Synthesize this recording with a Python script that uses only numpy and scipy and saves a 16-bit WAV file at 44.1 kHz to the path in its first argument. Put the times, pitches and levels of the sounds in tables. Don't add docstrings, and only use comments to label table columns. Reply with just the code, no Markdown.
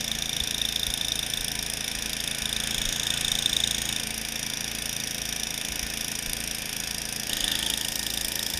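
import sys
import numpy as np
from scipy import signal
from scipy.fft import rfft, irfft
from scipy.io import wavfile

SR = 44100
rng = np.random.default_rng(int(sys.argv[2]) if len(sys.argv) > 2 else 0)


def log_audio(samples):
    frames = np.atleast_2d(samples).T
    limited = np.clip(frames, -1, 1)
    pcm = np.round(limited * 32767).astype(np.int16)
    wavfile.write(sys.argv[1], SR, pcm)


def convert_level_to_amplitude(level_db):
    exponent = np.asarray(level_db, float) / 20
    return 10 ** exponent


N = 378819

# time in seconds, firing lateness against an even clock in ms.
LATENESS = [(0, 8.6), (.9, 5.2), (1.53, 8.5), (1.68, 10.7), (2.04, 10.9), (2.94, 14.6), (3.24, 11.5),
            (3.54, 8.1), (4.26, 9.3), (4.95, 4.4), (5.28, 6.3), (6.25, 6.5), (6.42, 5), (6.81, 7.9),
            (7.292, 8.5), (7.294, -1.9), (7.83, 11.5), (8.59, 18.5)]
# time in seconds, facing 0-1.
FACING = [(0, .3), (1.9, .25), (2.55, .35), (2.72, 1), (3.9, 1), (4.12, 0), (7.292, 0), (7.294, 1),
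          (7.7, 1), (7.9, .1), (8.59, 0)]
# peak in ms after the spit, level in dB, rise in ms, fall in dB per ms.
STROKES = [
    (-0.15, 3, 2.24, 5.5),
    (8.5, -11.5, 9.8, 23),
    (13.5, -19.5, 1.7, 0.7),
    (22.5, -16, 3.2, 4.8),
]
# centre in Hz, width in Hz, share gated by the flow 0-1, level in dB turned away,
# level in dB faced, then the same two levels on the later pass.
MUFFLER = [(2385, 440, 0.28, -8.5, -8.5, -14, -16), (2966, 320, 0.89, -9, -6.5, -5, -0.5),
           (3330, 370, 0.61, -6, 0.5, -10.5, 1), (4816, 370, 0.45, -6, -10, -5.5, -6.5),
           (5256, 340, 0.54, -4.5, -4, 0, -4.5), (5716, 316, 0.79, 1.86, -0.5, 0.5, -1.5),
           (6610, 366, 0.72, -7.5, 1, -6.5, -4), (7240, 420, 0.55, -29, -27, -11.5, -14),
           (8420, 500, 0.84, -11.5, -5, -7, -8.5), (9220, 690, 0.77, -7.5, -8, -5.5, -7.5),
           (10030, 400, 0.89, -6, -9, -6, -4), (10700, 360, 0.71, -11, -18, -10, -19),
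           (11630, 540, 0.79, -10, -12, -9.5, -17), (12130, 680, 0.96, -20, -15.5, -7, -8),
           (13400, 690, 0.9, -11.5, -19, -16.5, -21), (14560, 730, 0.87, -22, -13, -13, -19)]
# time in seconds, whistle level in dB.
OUTLET_AIM = [(0, -35.5), (.65, -28.5), (1.2, -32), (1.6, -37.5), (2.2, -37.5), (2.5, -34), (3.0, -32.5),
              (3.5, -30.5), (3.75, -31), (4.05, -40), (5.6, -39), (6.0, -42.5), (7.25, -43), (7.3, -38.5),
              (7.5, -28), (7.8, -39.5), (8.0, -36.5), (8.59, -38)]
# time in seconds, whistle peak in dB.
HARD_FIRINGS = [(.1156, -15.5), (.3651, -24), (.402, -12.5), (.6165, -16), (.6519, -14), (.7602, -14),
                (.831, -14.5), (.9388, -17), (1.1204, -14.5), (1.3379, -14.5), (2.4563, -16), (2.5292, -21),
                (2.5656, -15), (2.7816, -18), (2.8534, -17.5), (3.1033, -14.5), (3.246, -15),
                (3.3174, -11.5), (3.459, -9.5), (3.5309, -13), (3.5668, -12), (3.6017, -15.5), (3.6381, -9),
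                (3.7459, -17), (3.9619, -17), (7.4425, -16), (7.4784, -18), (7.6266, -16), (7.7383, -21),
                (8.0656, -20)]
# time in ms after the spit, level in dB, direction of push +1 or -1.
VALVES = [
    (-1.0, 0, 1),
    (10.0, -2, -1),
    (14.0, -7, 1),
    (25, -8, 1),
]
# multiple of the firing rate, level in dB, level in dB on the later pass.
HUM_LINES = [(1, -10, -18), (2, -3, -1.5), (3, -12.5, -11), (4, -6, -4.5), (5, -4, -7), (6, -10, -13),
             (7, -10.5, -7.5), (8, -1.5, -0.5), (9, -11.5, -16), (10, -15, -8.5), (11, -12, -7.5),
             (12, -29, -10), (13, -30, -12), (15, -13.5, -15), (16, -16, -14), (18, -14.5, -25),
             (19, -17, -16), (20, -24, -11), (21, -19.5, -17), (23, -15, -16), (24, -12, -10),
             (25, -20.5, -15), (26, -11, -13), (27, -14.5, -9), (28, -14, -19), (29, -18, -13),
             (33, -16, -10), (34, -16.5, -11.5), (35, -21, -17), (36, -13.5, -15)]
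# centre multiple, width in multiples, lift in dB.
FACED_HUM = [
    (4.5, 2.5, 3),
    (10.5, 2.5, 2.5),
]
# centre in Hz, width in Hz, level in dB, level in dB on the later pass.
COWL_MODES = [(1494, 250, -6, -3), (1500, 160, -5, -18), (1756, 53, 2, 6), (1843, 28, -2, 6.5),
              (2310, 105, -5, -2), (2567, 85, 0.5, -10)]
# multiple of the blade rate, level in dB.
BLADE_LINES = [(1, -54), (2, -63), (3, -56.5), (4, -58.5), (5, -57.5), (6, -61), (7, -65.5), (8, -62.5),
               (9, -61), (10, -64)]
BLADE_MEETS = [
    (-.38, .15, .68, 1.15, 1.6, 2.07, 2.6, 3.12, 3.68, 4.22, 4.78, 5.3, 5.87, 6.42, 6.95, 7.5),
    (7.1, 7.64, 8.17, 8.7),
]
# frequency in Hz, level in dB per Hz.
SNOW_SPECTRUM = [(15, -16), (40, -6.5), (125, -18), (240, -13), (370, -15), (720, -12.5), (1000, -17.5),
                 (1500, -14.5), (1750, -6.5), (2030, -16), (2500, -11), (3500, -9.5), (4350, -22),
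                 (5300, -11.5), (7600, -25.5)]
# time in seconds, peak in dB, swing in Hz.
FOOTFALLS = [(.42, -28, 60), (0.891, -28, 50.3), (1.41, -32, 40.4), (1.98, -37, 35.6), (2.43, -36, 55.1),
             (2.569, -38, 40), (2.79, -33, 35), (2.875, -27.5, 26.8), (3.26, -38, 21.87), (3.34, -34, 35),
             (3.52, -37, 40), (3.98, -49, 30), (5.711, -34, 65), (5.84, -33, 54.6), (6.29, -31, 27.9),
             (7.35, -38, 27.86), (7.44, -33.5, 36.7), (7.91, -42, 21.8), (8.259, -40, 29.9),
             (8.556, -30, 60.5)]
# centre in Hz, width in Hz, depth in dB.
HOUSING_DIPS = [(1113, 134, -5), (1349, 153, -13.5), (4540, 230, -9)]

CYCLE_S, JUMP_S = .03595, 7.293
JET_DB, JET_FACED_DB, JET_LATER_DB = -32.5, 1.36, 1.3
SHUT_DB = -29.5
SWAY_DB, SWAY_PER_S = 1, 0.57
WHISTLE_HZ, WHISTLE_WIDTH_HZ, WHISTLE_SCATTER = 3605, 170, .3
HUM_DB, HUM_FACED_DB, HUM_SAG_DB_PER_S = -42.5, 1, -0.0031
SNOW_DB, SNOW_FACED_DB, SNOW_SAG_DB_PER_S = -43, 3, -0.0027
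SNOW_ON_COWL_DB = -31
TOP_HZ = 15050

T_S = np.arange(N) / SR
LATER = T_S > JUMP_S


def rms_one(x):
    return x / np.sqrt(np.mean(x ** 2) + 1e-20)


def in_time(rows):
    s, value = np.transpose(rows)
    return np.interp(T_S, s, value)


def drift(rate_hz):
    r = np.exp(-80 * np.pi * rate_hz / SR)
    white = rng.standard_normal(N // 40 + 2002)
    slow = signal.lfilter([1], [1, -2 * r, r * r], white)[2000:]
    return np.interp(np.arange(N) / 40, np.arange(len(slow)), rms_one(slow))


def resonate(x, hz, width_hz):
    r = np.exp(-np.pi * width_hz / SR)
    zeros = np.array([1, 0, -1]) * (1 - r * r) / 2
    poles = [1, -2 * r * np.cos(2 * np.pi * hz / SR), r * r]
    return signal.lfilter(zeros, poles, x)


def per_firing(firing):
    return rng.standard_normal(300)[firing]


def cycle_clock(cycles, jitter_ms):
    firing = np.floor(cycles + .2).astype(int) + 1
    ms = (cycles + 1 - firing) * CYCLE_S * 1000
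    return firing, ms - jitter_ms * per_firing(firing)


def flow(ms):
    clock_ms = np.arange(-12, 34, .05)
    power = convert_level_to_amplitude(2 * SHUT_DB)
    for at_ms, peak_db, rise_ms, fall_db_per_ms in STROKES:
        after_ms = clock_ms - at_ms
        loss_db = np.where(after_ms < 0, 10 * (after_ms / rise_ms) ** 2, fall_db_per_ms * after_ms)
        power = power + convert_level_to_amplitude(2 * (peak_db - loss_db))
    return np.interp(ms, clock_ms, 10 * np.log10(power))


def jet(cycles, jet_db, facing):
    firing, ms = cycle_clock(cycles, jitter_ms=0.073)
    flow_db = flow(ms) + 1.6 * drift(220)
    spit = np.clip((flow_db + 12) / 12, 0, 1)
    white = rng.standard_normal((2, N))
    out = np.zeros(N)
    for k, (hz, width_hz, gated, away_db, faced_db, later_away_db, later_faced_db) in enumerate(MUFFLER):
        burst_db = gated * flow_db + spit * 1.2 * per_firing(firing)
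        turned_db = np.where(LATER, later_away_db, away_db)
        toward_db = np.where(LATER, later_faced_db, faced_db)
        colour_db = turned_db * (1 - facing) + toward_db * facing
        gas = convert_level_to_amplitude(colour_db + burst_db + SWAY_DB * drift(SWAY_PER_S)) * white[k % 2]
        out += resonate(resonate(gas, hz, width_hz), hz, 2.16 * width_hz)
    return convert_level_to_amplitude(jet_db) * rms_one(out)


def whistle(cycles, whistle_db):
    firing, ms = cycle_clock(cycles, jitter_ms=0.99)
    peak_db = whistle_db + 11 + 2.45 * per_firing(firing)
    for s, hard_db in HARD_FIRINGS:
        peak_db[firing == firing[round((s + .003) * SR)]] = hard_db
    scatter = WHISTLE_SCATTER + .6 * LATER
    hz = WHISTLE_HZ + scatter * (80 * per_firing(firing) + 220 * drift(150))
    width_ms = np.where(ms < 0, 1.3, 2.7)
    swell = np.exp(-(ms / width_ms) ** 2) * convert_level_to_amplitude(2 * drift(290))
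    tone = convert_level_to_amplitude(peak_db) * swell * np.sin(2 * np.pi * np.cumsum(hz) / SR)
    breath = convert_level_to_amplitude(0.61 * flow(ms)) * rng.standard_normal(N)
    breath = resonate(resonate(breath, WHISTLE_HZ, WHISTLE_WIDTH_HZ), WHISTLE_HZ, 940)
    return resonate(tone, WHISTLE_HZ, 1500) + convert_level_to_amplitude(whistle_db - 6) * rms_one(breath)


def stacking(k):
    at_ms, level_db, direction = np.transpose(VALVES)
    turns = k * at_ms / 1000 / CYCLE_S
    return np.angle(np.sum(direction * convert_level_to_amplitude(level_db) * np.exp(-2j * np.pi * turns)))


def hum(cycles, hum_db, facing):
    sway = drift(1.8)
    out = np.zeros(N)
    for multiple, first_db, later_db in HUM_LINES:
        k = round(multiple)
        lift_db, later_lift_db = (db * np.exp(-((k - at) / width) ** 2) for at, width, db in FACED_HUM)
        first_level_db = first_db - 4 + lift_db * (facing - .25)
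        later_level_db = later_db - 5 + later_lift_db * (facing - .4)
        flutter_db = (1.2 + k / 30) * drift(1 + k / 10)
        gain = convert_level_to_amplitude(np.where(LATER, later_level_db, first_level_db) + flutter_db)
        out += gain * np.sin(2 * np.pi * k * cycles + stacking(k) + .008 * k * sway)
    return np.sqrt(2) * convert_level_to_amplitude(hum_db) * out


def cowl(cycles, level_db):
    taps = np.zeros(N)
    for at_ms, tap_db, direction in VALVES:
        at = np.flatnonzero(np.diff(np.floor(cycles - at_ms / 1000 / CYCLE_S)))
        taps[at] = direction * convert_level_to_amplitude(tap_db + 2 * rng.standard_normal(300)[:len(at)])
    patter = convert_level_to_amplitude(SNOW_ON_COWL_DB + 2.3 * drift(1.8)) * rng.standard_normal(N)
    struck = taps + patter
    rings = np.zeros(N)
    for hz, width_hz, first_db, later_db in COWL_MODES:
        rings += resonate(struck * convert_level_to_amplitude(np.where(LATER, later_db, first_db)), hz, width_hz)
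    return convert_level_to_amplitude(level_db - 1) * rms_one(rings)


def impeller(cycles):
    first, later = (np.interp(T_S, meets, np.arange(len(meets))) for meets in BLADE_MEETS)
    slipped = np.where(LATER, later, first)
    phase = 2 * np.pi * (2 * cycles - slipped) + stacking(2)
    out = np.zeros(N)
    for k, level_db in BLADE_LINES:
        out += np.sqrt(2) * convert_level_to_amplitude(level_db + drift(2.4)) * np.sin(round(k) * phase)
    return out


def snow(level_db, patchy_db):
    hz = np.fft.rfftfreq(N, 1 / SR)[1:]
    shape_hz, shape_db = np.transpose(SNOW_SPECTRUM)
    colour = convert_level_to_amplitude(np.interp(np.log(hz), np.log(shape_hz), shape_db, right=-70))
    shaped = irfft(rfft(rng.standard_normal((2, N))) * np.r_[0, colour], N)
    together = drift(2.3)
    out = np.zeros(N)
    for k, low_hz in enumerate(15 * 2. ** np.arange(10)):
        octave = signal.butter(2, [low_hz, 2 * low_hz], "band", fs=SR, output="sos")
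        band = signal.sosfilt(octave, shaped[k % 2])
        out += convert_level_to_amplitude(patchy_db * (.5 * together + drift(16))) * band
    return convert_level_to_amplitude(level_db + 3) * rms_one(out)


def jolts():
    out = np.zeros(N)
    for s, peak_db, hz in FOOTFALLS:
        turns = (T_S - s) * hz
        out -= convert_level_to_amplitude(peak_db) * np.sin(2 * np.pi * turns) * np.exp(-(turns / 0.67) ** 2)
    return out


def scene():
    facing = in_time(FACING)
    cycles = (T_S - in_time(LATENESS) / 1000) / CYCLE_S
    jet_db = JET_DB + JET_FACED_DB * facing + JET_LATER_DB * LATER
    hum_db = HUM_DB + HUM_FACED_DB * facing + HUM_SAG_DB_PER_S * T_S
    snow_db = SNOW_DB + SNOW_FACED_DB * facing + SNOW_SAG_DB_PER_S * T_S
    gas = jet(cycles, jet_db, facing) + whistle(cycles, in_time(OUTLET_AIM))
    iron = hum(cycles, hum_db, facing) + cowl(cycles, snow_db) + impeller(cycles)
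    return (gas + iron + snow(snow_db, patchy_db=-0.09) + jolts())[None]


def band_limit(x):
    return signal.sosfilt(signal.butter(12, 16470, fs=SR, output="sos"), x)


def record(dry):
    for hz, width_hz, depth_db in HOUSING_DIPS:
        dry = dry - (1 - convert_level_to_amplitude(depth_db)) * resonate(dry, hz, width_hz)
    rolloff = signal.cheby1(7, 1, TOP_HZ, fs=SR, output="sos")
    return band_limit(signal.sosfilt(rolloff, dry))


dry = scene()
out = record(dry)
log_audio(out)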